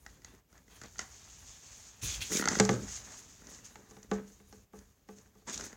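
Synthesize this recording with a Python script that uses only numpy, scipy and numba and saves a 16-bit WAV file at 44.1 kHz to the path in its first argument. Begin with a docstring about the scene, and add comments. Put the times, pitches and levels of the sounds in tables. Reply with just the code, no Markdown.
"""Inside a large open cardboard box, heard by a phone from above, a cat shifts about and bats a small ball.
First come light swipes of hissing fur and ticking claws; from 2 s broad rubbing grows to a burst of claw catches
and hard knocks on the walls near 2.5 s, then sparse shuffles and light knocks, and a last flurry from 5.4 s.
Stick-slip noise makes the rubbing; short contacts make ticks and cracks and ring the panels and hollow.
The microphone peaks in the treble on fur and ticks; its suppressor turns quiet passages down."""
import sys
import numpy as np
from scipy import signal
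from scipy.fft import rfft, irfft
from scipy.io import wavfile
from scipy.ndimage import uniform_filter1d
from numba import njit

SR = 44100
rng = np.random.default_rng(int(sys.argv[2]) if len(sys.argv) > 2 else 0)


def materialize(psi):
    """Save the field psi as 16-bit PCM at rate SR to the path in sys.argv[1].

    A 1-D psi becomes a single channel; in a 2-D psi each row is a channel.
    """
    bounded = np.clip(np.atleast_2d(psi).T, -1, 1)
    quanta = np.round(bounded * 32767).astype(np.int16)
    wavfile.write(sys.argv[1], SR, quanta)


def nominal_scale(level):
    """Amplitude ratio for a level in decibels (scalar or array-like)."""
    x = np.asarray(level, float) / 20
    return 10 ** x


N = 254016

# treble peak of the microphone: frequency_hz, gain_db
MICROPHONE = [(20, 4.5), (4000, -3.5), (5400, 5.5), (6600, 15), (7500, 7.5), (9000, -7), (16000, -22.5)]
# panels under the cat's weight: multiplier of the losses, bass gain in dB
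LOADED = dict(damping=18, bass_db=-2.5)


def coloured(x, points):
    """Causal minimum-phase filter whose gain joins the (Hz, dB) points."""
    hz, db = np.transpose(points)
    size = 2 ** 13
    grid = np.maximum(np.fft.rfftfreq(size, 1 / SR), 1)
    log_gain = np.log(nominal_scale(np.interp(np.log(grid), np.log(hz), db)))
    # folding the cepstrum forward in time makes the filter causal
    cepstrum = irfft(log_gain)
    cepstrum[1:size // 2] *= 2
    cepstrum[size // 2 + 1:] = 0
    impulse = irfft(np.exp(rfft(cepstrum)))
    return signal.fftconvolve(x, impulse)[:N]


def unit(x):
    """Scale to rms 1."""
    return x / np.sqrt(np.mean(x ** 2))


def walk(rate):
    """Random levels held 1 / rate s and slewed twice; rms 1."""
    hold = int(SR / rate)
    levels = np.repeat(rng.standard_normal(N // hold + 1), hold)
    slewed = uniform_filter1d(uniform_filter1d(levels, hold), hold)
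    return unit(slewed[:N])


def grit(rate, spread_db, flicker_db):
    """Stick-slip contact: rate catches a second of very unequal size whose strength wavers."""
    catches = rng.random(N) < rate / SR
    # the largest catch is 5 spreads above the smallest, ahead of the random sign and scatter
    size_db = spread_db * np.minimum(rng.exponential(size=N), 5)
    size = nominal_scale(size_db) * rng.standard_normal(N)
    return catches * size * nominal_scale(flicker_db * walk(45))


def echo(x, t60):
    """Dense reflections between the walls of the box and the room behind it: decaying, softened noise."""
    t = np.arange(SR // 2) / SR
    decay = np.exp(-np.log(1000) * t / t60)
    tail = rng.standard_normal(len(t)) * decay * np.minimum(t / 0.0034, 1)
    tail = signal.lfilter([.6], [1, -.4], tail)
    return signal.fftconvolve(x, tail / np.sqrt(np.sum(tail ** 2)))[:N]


def ring(force, damping, bass_db):
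    """The box answers a force with all its modes; a body on the board raises their losses and holds the bass down."""
    # panels and hollow of the box: frequency_hz, relative level_db, t60_s ahead of the damping
    modes = [(198.6, 3, 0.43), (211.7, -18, 0.05), (240, -15, 0.32), (311, -4.5, 0.039), (327, -19.5, 0.13),
             (356, -9, 0.28), (428.5, -0.5, 0.33), (455, -1.5, 0.052), (513, -7, 0.16), (603, -23.5, 0.47),
             (709, -10, 0.18), (810, -5.5, 0.13), (872, -9.5, 0.13), (1071, -14, 0.1), (1166, -1.5, 0.091),
             (1295, -19, 0.37), (1520, -13.5, 0.26), (1635, -15, 0.2), (2010, -24, 0.088),
             (2160, -20.5, 0.15)]
    t = np.arange(SR // 2) / SR
    answer = 0
    for k, (hz, db, t60) in enumerate(modes):
        decay = np.exp(-np.log(1000) * damping * t / t60)
        answer = answer + (-1) ** k * nominal_scale(db) * decay * np.sin(2 * np.pi * hz * t)
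    # the panels take a few ms to fill and radiate no deep bass
    answer = answer * np.minimum(t / 0.0034, 1)
    answer = coloured(answer, [(40, bass_db - 31.0), (120, bass_db - 8.5), (200, bass_db), (300, 0.79)])
    return signal.fftconvolve(force, answer / np.abs(answer).max())[:N]


def room_noise():
    """The steady room tone: noise with most of its strength in the bass."""
    # room tone: frequency_hz, gain_db
    room_colour = [(18, -41.5), (30, -1), (66, -0.5), (1630, -26), (1810, -24.5), (4420, -29.5),
                   (6720, -26), (9970, -36.5), (11700, -28), (16000, -28)]
    level_db = -65  # ahead of the suppressor
    return nominal_scale(level_db) * unit(coloured(rng.standard_normal(N), room_colour))


def background():
    """Gain of the quiet background, and the brushing of the coat in dB; both sink in the suppressor's dips."""
    # the coat brushing the board as the cat leans about: time_s, level_db ahead of the dips
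    coat = [(0, -70), (.66, -70.5), (.93, -63.5), (1.08, -57.5), (1.4, -55), (1.85, -56), (2.0, -60),
            (2.3, -52), (2.8, -52.5), (3.25, -58), (3.4, -60.5), (4.0, -66.5), (4.6, -67.5), (5.4, -70.5),
            (5.58, -49.5), (5.69, -55), (5.76, -72)]
    # dips where the suppressor briefly turns the quiet background down: start_s, length_s, depth_db
    dips = [(0.2, 0.018, -0.5), (0.435, 0.03, -22), (0.65, 0.016, -2), (4.678, 0.029, -19.5),
            (4.946, 0.118, -6.5), (5.303, 0.044, -4.5), (5.432, .03, -7)]
    edge_s = 0.038  # slope on either side of a dip
    t = np.arange(N) / SR
    dip_db = 0
    for s, length, db in dips:
        corners = [s - edge_s, s, s + length, s + length + edge_s]
        dip_db = dip_db + db * np.interp(t, corners, [0, 1, 1, 0])
    return nominal_scale(dip_db), np.interp(t, *np.transpose(coat)) + dip_db


def strokes(table, attack, sag_db, fall_db):
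    """One envelope per level column: strokes rise in attack s, sag over their length, then fall (dB a second)."""
    t = np.arange(N) / SR
    power = 0
    for s, length, *db in table:
        age = np.maximum(t - s, 0)
        loss_db = sag_db * np.minimum(age, length) + fall_db * np.maximum(age - length, 0)
        shape = np.minimum(age / attack, 1) * nominal_scale(-loss_db)
        power = power + (nominal_scale(np.array(db))[:, None] * shape) ** 2
    return np.sqrt(power)


def low_rumble():
    """Deep noise of rms 1, for weight shoved onto the floor of the box and the low rumble of the room."""
    # rumble: frequency_hz, gain_db
    push_colour = [(20, -39.5), (35, -12), (52, 5.5), (80, -1), (110, -1.5), (160, -12.5), (400, -42.5)]
    return unit(coloured(rng.standard_normal(N), push_colour))


def panel_drag(level):
    """The body drags in sparse stick-slip and drives the loaded panels; level scales the force."""
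    rub = grit(1500, 2.5, 2.0)
    return ring(level * rub, **LOADED) / np.std(ring(rub, **LOADED))


def claw_scrape():
    """Claws scraping over the board: stick-slip strongest about 1 to 2 kHz, of rms 1."""
    # scraped board: frequency_hz, gain_db
    scrape_colour = [(300, -8), (700, 6.5), (1100, 7), (1450, 3.5), (1700, 7), (1950, 4), (2600, -6),
                     (5000, -17), (9000, -50)]
    return unit(coloured(grit(5000, 2.2, 1.8), scrape_colour))


def fine_fibre():
    """Fine fibres catching very densely: a flickering top treble of rms 1."""
    # fibre hiss: frequency_hz, gain_db
    fibre_colour = [(5000, -32), (9000, 5.5), (12000, -1), (16000, -3)]
    return unit(coloured(grit(15000, 1.5, 3.4), fibre_colour))


@njit
def streak(x, hz, width):
    """Band-pass of width Hz whose centre moves with every sample."""
    y, band, low = np.empty(len(x)), 0., 0.
    for i in range(len(x)):
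        g = np.tan(np.pi * hz[i] / SR)
        k = width / hz[i]
        v = (band + g * (x[i] - low)) / (1 + g * (g + k))
        band = 2 * v - band
        low = low + 2 * g * v
        y[i] = k * v
    return y


def pad_scuff():
    """Pads stick and slip; narrow squeaky streaks wander through their hiss."""
    # pad hiss: frequency_hz, gain_db
    pad_colour = [(1200, -27), (2400, -5.5), (3300, -2.5), (4300, -1.5), (6000, -23.5)]
    rub = grit(8000, 2.0, 1.8)
    squeaks = 0
    for hz in (2630, 3530, 4600):
        level = nominal_scale(4. * walk(14))
        squeaks = squeaks + level * streak(rub, hz * (1 + 0.059 * walk(9.9)), 250)
    squeak_db = -2.5  # against the hiss
    return unit(unit(coloured(rub, pad_colour)) + nominal_scale(squeak_db) * unit(squeaks))


def fur_hiss():
    """Dense hair catches on the board, through the treble peak of the microphone; rms 1."""
    # fur on board: frequency_hz, gain_db
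    fur_colour = [(300, -26), (1400, -9), (3000, -5.5), (4500, -5.5), (6500, -7.5), (9000, -8),
                  (12000, -26)]
    return unit(coloured(coloured(grit(14000, 1.8, 1.5), fur_colour), MICROPHONE))


def sliding():
    """Fur, pads, claws and body weight moving over the board: strokes on top of a quiet background."""
    # levels in these three tables are ahead of each stroke's rise and sag
    # paws and flank swiping over the board: start_s, length_s, fur_db, pad_db, fibre_db
    swipes = [(.07, 0.096, -65, -70, -75.5), (.25, 0.098, -69.5, -67.5, -83.5), (.54, 0.038, -71, -72, -88),
              (.69, 0.14, -62, -67, -79), (.82, 0.036, -59, -61.5, -79), (.87, 0.088, -61, -75, -77),
              (.99, 0.024, -47.5, -58, -70.5), (2.012, 0.14, -38, -44.5, -49.5),
              (2.202, 0.021, -39, -38.5, -52), (2.25, 0.078, -42.5, -61, -56.5),
              (2.305, 0.084, -35, -44, -43), (2.485, .17, -42.5, -53, -59.5),
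              (2.69, 0.044, -44.5, -54, -66), (2.865, 0.12, -45, -69, -63.5), (3.03, .17, -50, -71, -68.5),
              (3.48, 0.078, -51.5, -82, -66.5), (3.635, 0.018, -50.5, -79, -63.5),
              (3.88, 0.018, -59, -81, -73), (4.12, 0.017, -50.5, -59, -83), (4.26, 0.086, -63, -84, -75),
              (4.74, 0.056, -70, -79, -83), (5.09, 0.043, -67, -76, -74.5), (5.15, 0.037, -59, -79, -72),
              (5.36, 0.057, -72, -85.5, -75), (5.465, 0.042, -43.5, -51.5, -69.5),
              (5.52, 0.019, -41, -49.5, -52.5), (5.63, 0.014, -44, -63, -58.5)]
    # claws scraping and the body dragging on the panels: start_s, length_s, claw_db, drag_db
    scrapes = [(.08, 0.1, -73, -63.5), (.25, 0.12, -66, -64), (.54, .04, -64.5, -68),
               (.69, 0.095, -64.5, -77), (.82, 0.026, -54.5, -59), (.99, 0.027, -47.5, -60.5),
               (2.012, 0.021, -58, -49), (2.07, 0.35, -59, -57.5), (2.29, 0.3, -54, -41.5),
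               (2.39, 0.05, -58.5, -50.5), (2.435, 0.094, -56.5, -45.5), (2.495, 0.037, -43.5, -45),
               (2.57, .1, -44.5, -62), (2.69, 0.076, -55, -33), (2.81, 0.14, -56, -60),
               (2.98, 0.19, -59, -67), (3.42, 0.3, -63.5, -59.5), (3.75, 0.53, -64.5, -60.5),
               (4.12, .04, -50.5, -59.5), (4.175, 0.039, -68, -46.5), (4.535, 0.023, -70.5, -62.5),
               (4.74, 0.047, -67.5, -59), (5.15, 0.052, -71, -64.5), (5.465, 0.018, -43, -46.5),
               (5.52, 0.16, -57, -51.5), (5.68, 0.073, -60, -67)]
    # weight shoved onto the floor of the box: start_s, length_s, level_db
    shoves = [(.78, 0.056, -54.5), (.92, .1, -60.5), (1.37, .05, -58), (2.008, 0.064, -40),
              (2.145, 0.055, -43), (2.26, 0.26, -60), (2.455, 0.36, -48), (2.74, 0.19, -50.5),
              (2.93, 0.077, -56), (3.385, 0.088, -61), (4.06, 0.092, -54.5), (4.455, 0.034, -57.5),
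              (5.19, .04, -64.5), (5.435, 0.046, -61), (5.525, .11, -55)]
    fur, pad, fibre = strokes(swipes, attack=.02, sag_db=12.5, fall_db=304.5)
    claw, drag = strokes(scrapes, attack=.02, sag_db=22.0, fall_db=250.5)
    push = strokes(shoves, attack=0.036, sag_db=16.0, fall_db=200.5)[0]

    quiet, coat_db = background()
    pad_db, fibre_db, claw_db = -9.5, -18.5, -12.5  # against the coat
    wander_db = 2  # rms wander of the quiet background: resting contact, and low rumble of the room
    quiet_fibre = quiet * nominal_scale(-76)
    quiet_claw = quiet * nominal_scale(-73.5 + wander_db * walk(8))
    quiet_drag = quiet * nominal_scale(-71 + wander_db * walk(2.8))
    quiet_rumble = quiet * nominal_scale(-65 + wander_db * walk(4))

    # strokes and background add as powers
    fur = np.hypot(fur, nominal_scale(coat_db))
    pad = np.hypot(pad, nominal_scale(coat_db + pad_db))
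    fibre = np.hypot(fibre, np.hypot(nominal_scale(coat_db + fibre_db), quiet_fibre))
    claw = np.hypot(claw, np.hypot(nominal_scale(coat_db + claw_db), quiet_claw))
    drag = np.hypot(drag, quiet_drag)
    rumble = np.hypot(push, quiet_rumble)

    soft = fur * fur_hiss() + pad * pad_scuff() + fibre * fine_fibre()
    hard = claw * claw_scrape() + rumble * low_rumble() + panel_drag(drag)
    return soft + hard


def hits(table, contact_ms, rise, snap, board, echo_db, panels):
    """Each contact is a bright tick, a short crack of board and a soft push that rings the box."""
    # hard touch on board: frequency_hz, gain_db
    tick_colour = [(1000, -35.5), (3000, -10), (4500, -3.5), (6500, -10), (9000, -14), (12000, -21)]
    t = np.arange(SR // 20) / SR
    tick, crack, blow = np.zeros((3, N + len(t)))
    chance = rng.standard_normal((len(table), 2 * len(t)))
    age = 1000 * t / contact_ms
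    # decay times of tick and crack, in contact lengths: the crack outlasts the tick
    fade = (1 - np.exp(-age / rise)) * np.exp(-age / np.array([[.8], [1.564]]))
    # half a sine of force: a longer contact excites fewer high modes
    push = np.sin(np.pi * np.minimum(age / 0.17, 1))
    for (s, tick_db, crack_db, blow_db, *_), noise in zip(table, chance):
        at = slice(int(s * SR), int(s * SR) + len(t))
        noise = noise.reshape(2, -1) * fade
        # a hard first touch adds one clean snap (to tick, to crack) at the height of the scatter
        noise[:, fade[0].argmax()] -= snap
        # every contact gets the energy of its fade
        noise_energy = np.sum(noise ** 2, axis=1, keepdims=True)
        noise *= np.sqrt(np.sum(fade ** 2, axis=1, keepdims=True) / noise_energy)
        tick[at] += nominal_scale(tick_db) * noise[0]
        crack[at] += nominal_scale(crack_db) * noise[1]
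        blow[at] += nominal_scale(blow_db) * push / push.sum()
    bright = nominal_scale(6.0) * coloured(coloured(tick[:N], tick_colour), MICROPHONE)
    sharp = bright + nominal_scale(19.0) * coloured(crack[:N], board)
    return sharp + nominal_scale(echo_db) * echo(sharp, 0.29) + nominal_scale(4.5) * ring(blow[:N], **panels)


def claw_catches():
    """Claws slip over the ribs of the board, whose panels are damped by the cat's weight."""
    # catches: time_s, tick_db, crack_db, panel_blow_db (all ahead of the gains in hits)
    catches = [(.063, -35.5, -41, -63), (.219, -47.5, -56, -72), (.2461, -32, -48.5, -62),
               (.3479, -47, -60, -60), (.5272, -47, -55.5, -57), (.578, -42, -55.5, -76),
               (.6797, -51, -55.5, -57), (.7274, -62, -59, -59), (.815, -32, -39.5, -49),
               (.8354, -35, -50, -53), (.8585, -38, -59, -69), (.957, -61, -49.5, -67),
               (.9822, -31, -56, -74), (.9915, -20, -30.5, -47.5), (2.2148, -26.5, -41.5, -52),
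               (2.3187, -27.5, -35, -35), (2.3304, -28, -50, -37), (2.3497, -23.5, -43, -28.5),
               (2.3705, -15.5, -57, -30), (2.395, -21, -29.5, -31), (2.4104, -23.5, -35, -34),
               (2.4236, -36, -27.5, -33.5), (2.4392, -24, -28.5, -40), (2.4551, -17.5, -28, -31),
               (2.4749, -23.5, -21.5, -49), (2.4852, -9.5, -25, -35), (2.5132, -32, -44, -32),
               (2.5298, -24, -39, -34), (2.5527, -21.5, -28.5, -58), (2.568, -31, -56, -30),
               (2.5874, -20.5, -35, -41), (2.881, -43, -44.5, -58), (2.973, -43, -47, -65),
               (3.4185, -44.5, -55, -50.5), (3.4695, -35.5, -51, -53), (3.487, -55, -53.5, -51),
               (3.5462, -37, -74, -73), (3.587, -55, -53, -56.5), (3.6446, -39, -63, -61),
               (3.708, -53, -57, -62), (3.9865, -48, -58, -65), (4.0292, -36, -56, -68),
               (4.0445, -60, -56, -50), (4.789, -39.5, -61, -55), (5.1844, -42, -65, -58),
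               (5.4853, -43, -47.5, -58), (5.4968, -30.5, -53, -57), (5.5308, -30, -65, -71),
               (5.5419, -24.5, -70, -57), (5.5762, -21.5, -58, -54), (5.5962, -36, -41, -42.5),
               (5.6087, -25.5, -39.5, -70), (5.6391, -31, -44, -66), (5.6639, -33, -47, -54),
               (5.7279, -38.5, -47, -49.5)]
    # cracking board: frequency_hz, gain_db
    crack_colour = [(300, -27.5), (800, -6.5), (1150, -14), (1300, -4.5), (1420, -1.5), (1680, -8),
                    (1980, 0.5), (2250, -16), (3500, -18), (9000, -40.5)]
    return hits(catches, contact_ms=2.3, rise=0.52, snap=[.4, 6.], board=crack_colour,
                echo_db=-12.5, panels=LOADED)


def thuds(table):
    """Knocks also rock the whole box on the floor: one low decaying note, scaled by the last column."""
    t = np.arange(SR // 2) / SR
    pitch_hz, t60_s = 119.6, 0.27
    decay = np.exp(-np.log(1000) * t / t60_s)
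    note = np.sin(2 * np.pi * pitch_hz * t) * decay * np.minimum(t / 0.0068, 1)
    force = np.zeros(N)
    for s, *_, thud_db in table:
        force[int(s * SR)] = nominal_scale(thud_db)
    return signal.fftconvolve(force, note)[:N]


def wall_knocks():
    """Ball and paws knock on free walls, which ring longer than the loaded ones."""
    # knocks: time_s, tick_db, crack_db, panel_blow_db (these three ahead of the gains in hits), thud_db
    knocks = [(2.599, -9.5, -23, -16.5, -27), (2.6508, -24.5, -45, -33, -41),
              (2.6915, -26.5, -30, -21.5, -29.5), (2.7301, -39, -53, -36.5, -27),
              (3.7566, -49, -51.5, -53.5, -65), (3.9103, -47.5, -60, -49.5, -60),
              (3.9675, -49.5, -59.5, -48.5, -56), (4.114, -40, -38.5, -24, -49),
              (4.401, -67, -64.5, -53, -62.5), (4.5263, -47.5, -60.5, -49, -81.5),
              (4.7339, -61, -66, -44, -71), (5.0881, -52, -57.5, -42.5, -75.5),
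              (5.2602, -64, -68.5, -62, -68), (5.3522, -59, -70.5, -54.5, -67),
              (5.4194, -67, -72, -59, -72)]
    # slapped wall: frequency_hz, gain_db
    slap_colour = [(300, -12.5), (750, 2.5), (1100, -3.5), (1500, -1), (2000, -1), (2600, -9), (4000, -12),
                   (9000, -39.5)]
    struck = hits(knocks, contact_ms=3.2, rise=0.037, snap=[6., 6.], board=slap_colour,
                  echo_db=-15.5, panels=dict(damping=1.15, bass_db=-1.5))
    return struck + thuds(knocks)


def scene():
    """All sources sit close together; left and right differ by near reflections, most in the treble."""
    mid = room_noise() + sliding() + claw_catches() + wall_knocks()
    width_colour = [(60, -12.5), (200, -27.5), (700, -5.0), (7000, -3.5), (9500, 5.5), (12000, 11.5)]
    side = nominal_scale(-21) * coloured(echo(mid, .03), width_colour)
    return np.array([mid + side, mid - side])


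def low_pass(x):
    """Removes everything above the highest recorded frequency."""
    return signal.sosfilt(signal.butter(12, 16260, fs=SR, output="sos"), x)


def record(dry):
    """A suppressor lowers the gain when the treble falls quiet; quiet passages are mono, loud ones slightly wide."""
    low_cut = signal.butter(2, 32, "high", fs=SR, output="sos")  # Hz
    dry = signal.sosfilt(low_cut, dry)
    mid, side = (dry[0] + dry[1]) / 2, (dry[0] - dry[1]) / 2
    treble = signal.lfilter([1, -1], [1, -.9], mid)
    level_db = 10 * np.log10(uniform_filter1d(treble ** 2, 1300) + 1e-14)
    gate_db, depth_db, softness_db = -66, 8.5, 4.9
    mid = mid * nominal_scale(-depth_db / (1.0 + np.exp((level_db - gate_db) / softness_db)))
    # weak stereo difference is lost: none below -43 dB of treble, all of it 3 dB higher
    kept = np.clip((level_db + 43) / 3, 0, 1)
    lean = -.035  # share of the middle by which the left port is weaker in the loud passages
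    side = (side + lean * mid) * kept
    return low_pass(np.array([mid + side, mid - side]))


dry = scene()
out = record(dry)
materialize(out)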